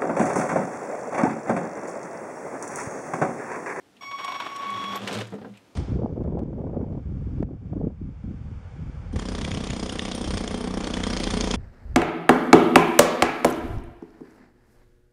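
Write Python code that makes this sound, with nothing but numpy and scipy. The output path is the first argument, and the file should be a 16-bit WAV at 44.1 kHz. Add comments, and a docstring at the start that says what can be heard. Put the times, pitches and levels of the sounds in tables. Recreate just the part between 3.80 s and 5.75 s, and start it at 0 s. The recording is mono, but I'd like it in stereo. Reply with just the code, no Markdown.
"""A toy electric truck on a wooden table in a small, quiet room, close to the microphone.
It creaks and pulls away at 0.2 s: plastic gears rattle and clack, and the chopped motor current
whines at a fixed pitch, fluttering as the rotor turns. The tyres set the table top booming.
Near 1.2 s the throttle is let go, the motor can pings and the gearbox clatters under braking.
From 1.5 s the body rocks to rest, with thumps that ring the table and a few last creaks."""
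import sys
import numpy as np
from scipy import signal
from scipy.fft import rfft, irfft, next_fast_len
from scipy.io import wavfile
from scipy.ndimage import map_coordinates

SR = 44100
rng = np.random.default_rng(int(sys.argv[2]) if len(sys.argv) > 2 else 0)


def master_out(mix):
    """Clip the mix to full scale and print it as 16-bit PCM to the path in sys.argv[1]."""
    frames = np.transpose(np.atleast_2d(mix))
    ceiling = np.clip(frames, -1, 1)
    pcm = np.round(ceiling * 32767).astype(np.int16)
    wavfile.write(sys.argv[1], SR, pcm)


N = 85995
TIME = np.arange(N) / SR
ON_S, OFF_S, BRAKE_S = .2085, 1.172, 1.187
TICK_RISE_S, CLACK_RISE_S, CRACK_T60_S = .00042, .00086, .01

def amp(db):
    """Decibels to gain."""
    return 10 ** (np.asarray(db) / 20)

def unit(x):
    """x at rms 1."""
    return x / np.sqrt(np.mean(x ** 2) + 1e-20)

def noise():
    """White noise."""
    return rng.standard_normal(N)

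def curves(rows):
    """One value per sample for each column after the time."""
    times, *columns = np.transpose(rows)
    return [np.interp(TIME, times, column) for column in columns]

def wobble(rate):
    """A smooth random curve, rate knots a second."""
    return map_coordinates(rng.standard_normal(1024), [TIME * rate], mode="wrap")

def coloured(x, points):
    """x through a minimum-phase filter of unit energy shaped by (f/Hz, level/dB) points."""
    size = 4096
    hz, db = np.transpose(points)
    gain = amp(np.interp(np.log(np.fft.rfftfreq(size, 1 / SR) + 1), np.log(hz), db))
    cepstrum = irfft(np.log(gain))
    cepstrum[1:size // 2] *= 2
    cepstrum[size // 2 + 1:] = 0
    response = irfft(np.exp(rfft(cepstrum)))
    return signal.fftconvolve(x, response / np.linalg.norm(response))[:N]

def grains(per_s, spread_db=3, scrape_db=.5):
    """Tiny impacts of uneven size over a scraping noise, rms 1."""
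    sizes = amp(spread_db * rng.uniform(-1, 1, N)) * np.sign(noise())
    impacts = unit(sizes * (rng.random(N) < per_s / SR))
    return unit(impacts + amp(scrape_db) * noise())

def blow(start, db, rise, t60):
    """Envelope of one blow."""
    age = np.maximum(TIME - start, 0)
    return amp(db - 60 * age / t60) * (1 - np.exp(-age / rise))

def blows(rows, rise, t60):
    """Envelope of like blows, from rows that begin t/s, level/dB."""
    return np.sqrt(sum(blow(start, db, rise, t60) ** 2 for start, db, *_ in rows))

# spectrum of the still room: f/Hz, level/dB
HUSH_COLOUR = [(25, -42), (60, -8.5), (110, -3.5), (170, -4), (275, 5.5), (400, -3), (750, -6),
               (1200, -10.5), (2200, -14.5), (5000, -19), (9000, -25), (13000, -31.5), (15500, -36)]

def room_hush():
    """The low, steady hush behind the truck."""
    return amp(-59) * unit(coloured(noise(), HUSH_COLOUR))

# boom under the tyres: t/s, low mode level/dB, second mode level/dB
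BOOM_LEVELS = [(0, -68, -96), (.2, -86, -64), (.3, -57, -71), (.37, -97, -72), (.8, -62, -83),
               (.88, -63, -47.5), (.97, -41, -48), (1.029, -69, -49.5), (1.11, -49, -39.5),
               (1.18, -55, -46.5), (1.245, -40, -36), (1.29, -79, -51.5), (1.355, -39, -42),
               (1.394, -35, -32.5), (1.429, -39.5, -56.5), (1.51, -49, -48), (1.6, -67, -60),
               (1.72, -51, -43.5), (1.8, -64.5, -75), (1.95, -98, -79)]
# those two modes: f/Hz, phase wander/rad, wander rate/Hz
BOOM_MODES = [(110.6, 0.91, 12.5), (199.2, 0.74, 28)]

def table_boom():
    """Rolling tyres drive two low modes of the wooden top."""
    out = np.zeros(N)
    for db, (hz, wander, rate) in zip(curves(BOOM_LEVELS), BOOM_MODES):
        gain = amp(db + 1.2 * wobble(rate))
        out += gain * np.sqrt(2) * np.sin(2 * np.pi * hz * TIME + wander * wobble(rate))
    return out

# sharp ticks: t/s, level/dB
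TICKS = [(.166, -60), (.446, -36), (.488, -48), (.601, -47), (.761, -37.5), (.902, -41.5), (1.039, -44.5),
         (1.157, -34), (1.219, -50), (1.276, -31.5), (1.328, -33.5), (1.341, -34.5), (1.349, -39),
         (1.387, -37.5), (1.403, -40), (1.471, -47.5), (1.502, -53), (1.523, -63), (1.540, -53),
         (1.552, -55), (1.772, -51)]
# their spectrum, bright at close range: f/Hz, level/dB
TICK_COLOUR = [(300, -19), (1500, -3), (3000, 6.5), (5500, 3.5), (8300, 3), (10500, -6.5), (13000, -11.5),
               (15500, -23)]

def ticks():
    """Grit and loose parts strike in short, grainy bursts."""
    return coloured(blows(TICKS, TICK_RISE_S, t60=.034) * grains(per_s=3400), TICK_COLOUR)

# suspension creaks: t/s, level/dB
CREAKS = [(.166, -54), (1.737, -54.5), (1.752, -52.5), (1.771, -52.5)]
# their spectrum: f/Hz, level/dB
CREAK_COLOUR = [(500, -35), (1700, -6), (2600, 6), (3700, -5), (5000, -15), (15000, -40)]

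def creaks():
    """The suspension creaks as the truck sets off and as it settles."""
    return coloured(blows(CREAKS, CLACK_RISE_S, t60=.084) * grains(per_s=1100), CREAK_COLOUR)

# gear rattle: t/s, level/dB
GEAR_LEVELS = [(.19, -78), (.22, -55), (.29, -54), (.37, -49.5), (.40, -46.5), (.55, -43.5), (.59, -45.5),
               (.63, -39.5), (.75, -43), (.85, -41), (.98, -41), (1.08, -39), (1.16, -35.5), (1.2, -40),
               (1.265, -41), (1.29, -31.5), (1.35, -33), (1.41, -34.5), (1.45, -44.5), (1.51, -52.5),
               (1.6, -60.5), (1.8, -66), (1.95, -66)]
# its spectrum while running: f/Hz, level/dB
GEAR_COLOUR = [(30, -48), (70, -9.5), (150, -1.5), (280, 5), (500, 3), (750, 5), (1050, 4), (1400, 2),
               (2100, -1), (3600, -4), (4400, -13.5), (7500, -19), (11000, -32), (15500, -44)]
# and under braking: f/Hz, level/dB
BRAKE_COLOUR = [(30, -42), (75, -11), (150, 1.5), (300, 2), (500, 6.5), (850, -4), (1200, -2.5), (2000, -8),
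                (3700, -10), (4300, -14), (6800, -19), (9000, -25.5), (12000, -33.5), (15500, -47)]

def gears():
    """Plastic teeth rattle, harder under braking."""
    braking = np.clip((TIME - BRAKE_S) / .07, 0, 1)
    teeth = grains(per_s=700) * amp(curves(GEAR_LEVELS)[0] + 1.62 * wobble(90))
    return coloured(teeth * (1 - braking), GEAR_COLOUR) + coloured(teeth * braking, BRAKE_COLOUR)

# spectrum of the knocked plastic body: f/Hz, level/dB
PLASTIC_COLOUR = [(50, -45.5), (300, -16), (750, 5.5), (900, -2.5), (1250, 0.5), (2000, -4), (3500, -2.5),
                  (4500, -14.5), (8000, -27), (12000, -33.5), (15500, -53)]

def chatter(per_s=70, spread_db=4.5):
    """Loose parts tick at random, as strongly as the gears run."""
    hits = (rng.random(N) < per_s / SR) * amp(spread_db * rng.uniform(-1.2, 1, N))
    decay = amp(-60 * TIME[:SR // 20] / CRACK_T60_S)
    force = unit(signal.fftconvolve(hits, decay)[:N])
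    return coloured(force * noise() * amp(curves(GEAR_LEVELS)[0] - 9.5), PLASTIC_COLOUR)

# passing rotor poles: t/s, f/Hz
POLE_RATE = [(0.21, 11.7), (0.5, 24.2), (0.66, 33.6), (0.77, 26.8), (1.06, 41.4), (1.18, 33.0)]
# strongest partials: t/s, then level/dB of the 1st, 2nd, 3rd and 5th
WHINE_LEVELS = [(.21, -49, -47, -49, -52), (.24, -50, -45, -56.5, -50), (.30, -42, -42, -57, -52),
                (.345, -34, -43.5, -54, -53), (.39, -45, -44, -50.5, -52),
                (.45, -35.5, -41.5, -49.5, -50.5), (.58, -43, -44, -53, -51.5),
                (.70, -40.5, -49, -58, -56.5), (.79, -35, -55.5, -63, -53), (.89, -32.5, -44, -48.5, -65),
                (.98, -34, -48, -47, -53), (1.07, -36, -47, -41, -54.5), (1.12, -35.5, -50, -44.5, -54),
                (1.17, -34.5, -47, -49, -56)]
# weaker partials: harmonic number, level/dB against the 5th
OVERTONES = [(6, -14), (7, -18), (8, -27.5), (9, -42), (11, -21.5), (12, -36), (13, -39)]
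# flutter of the 1st, 2nd, 3rd and higher partials: depth (0-1), phase swing/rad, lag/rad, roughness/dB
FLUTTER = [(.48, .25, 0, .8), (.3, .5, 1.5, 1.5), (.25, .35, 3, 1.8), (.06, .08, 1, .9)]

def motor_whine(chop_hz=1116.8, attack_s=.004, release_s=.01):
    """Harmonics of the chopped current; each passing rotor pole swells and bends them."""
    pole_phase = 2 * np.pi * np.cumsum(curves(POLE_RATE)[0] * (TIME > ON_S)) / SR
    throttle = np.clip((TIME - ON_S) / attack_s, 0, 1) * np.exp(-np.maximum(TIME - OFF_S, 0) / release_s)
    first, second, third, fifth = curves(WHINE_LEVELS)
    # each clack loads the motor and swells its fundamental
    load = amp(-2) * blows(CLACKS, rise=.014, t60=.13)
    first = 20 * np.log10(np.hypot(amp(first), load))
    partials = [(1, first), (2, second), (3, third), (4, second - 17), (5, fifth)]
    partials += [(round(k), fifth + db) for k, db in OVERTONES]
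    out = np.zeros(N)
    for k, db in partials:
        depth, swing, lag, rough_db = FLUTTER[min(k, len(FLUTTER)) - 1]
        phase = 2 * np.pi * (k * chop_hz * TIME + rng.random())
        bend = .17 * wobble(39.7) - swing * np.sin(pole_phase + lag)
        swell = 1 + depth * np.cos(pole_phase + lag)
        out += amp(db + rough_db * wobble(110)) * swell * np.sqrt(2) * np.sin(phase + bend)
    return throttle * out

def motor_can(ring_hz=12275):
    """The steel can buzzes with the gears while driven and pings as the throttle is let go."""
    driven = (TIME > ON_S) * (TIME < OFF_S)
    buzz = driven * amp(curves(GEAR_LEVELS)[0] - 30.5) * (wobble(160) + 1j * wobble(160))
    ping = blow(start=1.158, db=-40, rise=TICK_RISE_S, t60=.078) * np.exp(.5j * wobble(300))
    return np.real((buzz + ping) * np.exp(2j * np.pi * ring_hz * TIME))

# knocks on the body: t/s, level/dB, t60/s
CLACKS = [(0.221, -42, 0.14), (0.312, -37.5, 0.093), (0.385, -37, 0.18), (0.44, -34, 0.093),
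          (.477, -34.5, 0.15), (0.519, -30, 0.051), (0.542, -35, 0.13), (.600, -28.5, 0.085),
          (0.661, -35.5, 0.097), (0.819, -38, 0.065), (1.078, -41.5, 0.029), (1.127, -32.5, 0.018),
          (1.146, -42, 0.046), (1.236, -36, 0.044), (1.274, -24.5, 0.061), (1.31, -36, 0.04),
          (1.326, -34, 0.056), (1.385, -36, 0.19)]
# narrow rasp near the whine's pitch: f/Hz, level/dB
RASP_COLOUR = [(300, -43.5), (850, -20), (960, -3.5), (1060, 3), (1200, -6.5), (1400, -31.5), (4000, -54.5)]

def clacks():
    """The gears' slack knocks the body and, while the current is on, shakes the whine into a rasp."""
    force = np.sqrt(sum(blow(start, db, CLACK_RISE_S, t60) ** 2 for start, db, t60 in CLACKS))
    first_contact = amp(-11) * blows(CLACKS, TICK_RISE_S, CRACK_T60_S)
    knocks = coloured(force * grains(per_s=1400) + first_contact * noise(), PLASTIC_COLOUR)
    rasp = amp(3) * coloured(force * (TIME < OFF_S) * noise(), RASP_COLOUR)
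    return knocks + rasp

# thumps on the table: t/s, knock level/dB, ring level/dB
THUMPS = [(1.523, -33, -35), (1.539, -37.5, -33.5), (1.582, -39.5, -42), (1.614, -36.5, -38.5),
          (1.644, -34, -41.5), (1.664, -46, -37.5)]
# spectrum of the knock: f/Hz, level/dB
THUMP_COLOUR = [(60, -22), (200, -0.5), (450, 0), (750, -6), (1100, -12.5), (1600, -15), (2200, -25.5),
                (4000, -31), (8000, -59), (15000, -57)]
# ringing modes of the wood: f/Hz, level/dB, t60/s
TABLE_MODES = [(205.3, 2, 0.22), (265.3, -7.5, 0.24), (353, -13, 0.2), (430.2, -6.5, 0.25),
               (502, -9.5, 0.22), (752, -12.5, 0.11)]

def thumps(rise_s=.0012):
    """Wheels and body thump as the truck rocks to rest; the table rings each time."""
    out = coloured(blows(THUMPS, rise_s, t60=.12) * noise(), THUMP_COLOUR)
    for start, _, ring_db in THUMPS:
        for hz, mode_db, t60 in TABLE_MODES:
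            envelope = blow(start, ring_db + mode_db + rng.normal(0, .92), rise_s, t60)
            out += envelope * np.sin(2 * np.pi * hz * (TIME - start))
    return out

def room(x, t60=.12):
    """The small room's diffuse answer, reaching the microphone 3 ms after the direct sound."""
    t = TIME[:SR // 2]
    tail = rng.standard_normal(len(t)) * amp(-60 * t / t60) * (t > .003)
    return signal.fftconvolve(x, tail / np.linalg.norm(tail))[:N]

def scene():
    """Close up and nearly mono: the room spreads the treble a little and the microphones hiss."""
    low_cut = signal.butter(2, 70, "high", fs=SR)  # the table top radiates little deep bass
    wood = signal.lfilter(*low_cut, table_boom() + thumps())
    direct = wood + ticks() + creaks() + gears() + chatter() + motor_whine() + motor_can() + clacks()
    mid = direct + amp(-19.5) * room(direct) + room_hush()
    spread = signal.lfilter(*signal.butter(1, 2500, "high", fs=SR), room(direct))
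    hiss = unit(coloured(noise(), [(20, -20), (80, -17), (400, -2.5), (15000, -46.5)]))
    side = amp(-15.5) * spread + amp(-69) * hiss
    return np.array([mid + side, mid - side]) * amp([[.05], [-.05]])

def record(dry):
    """The recorder keeps nothing above its band limit."""
    top_hz = 15750
    size = next_fast_len(N + SR // 2)
    passband = np.fft.rfftfreq(size, 1 / SR) < top_hz
    return irfft(rfft(dry, size) * passband, size)[:, :N]

dry = scene()
out = record(dry)
master_out(out)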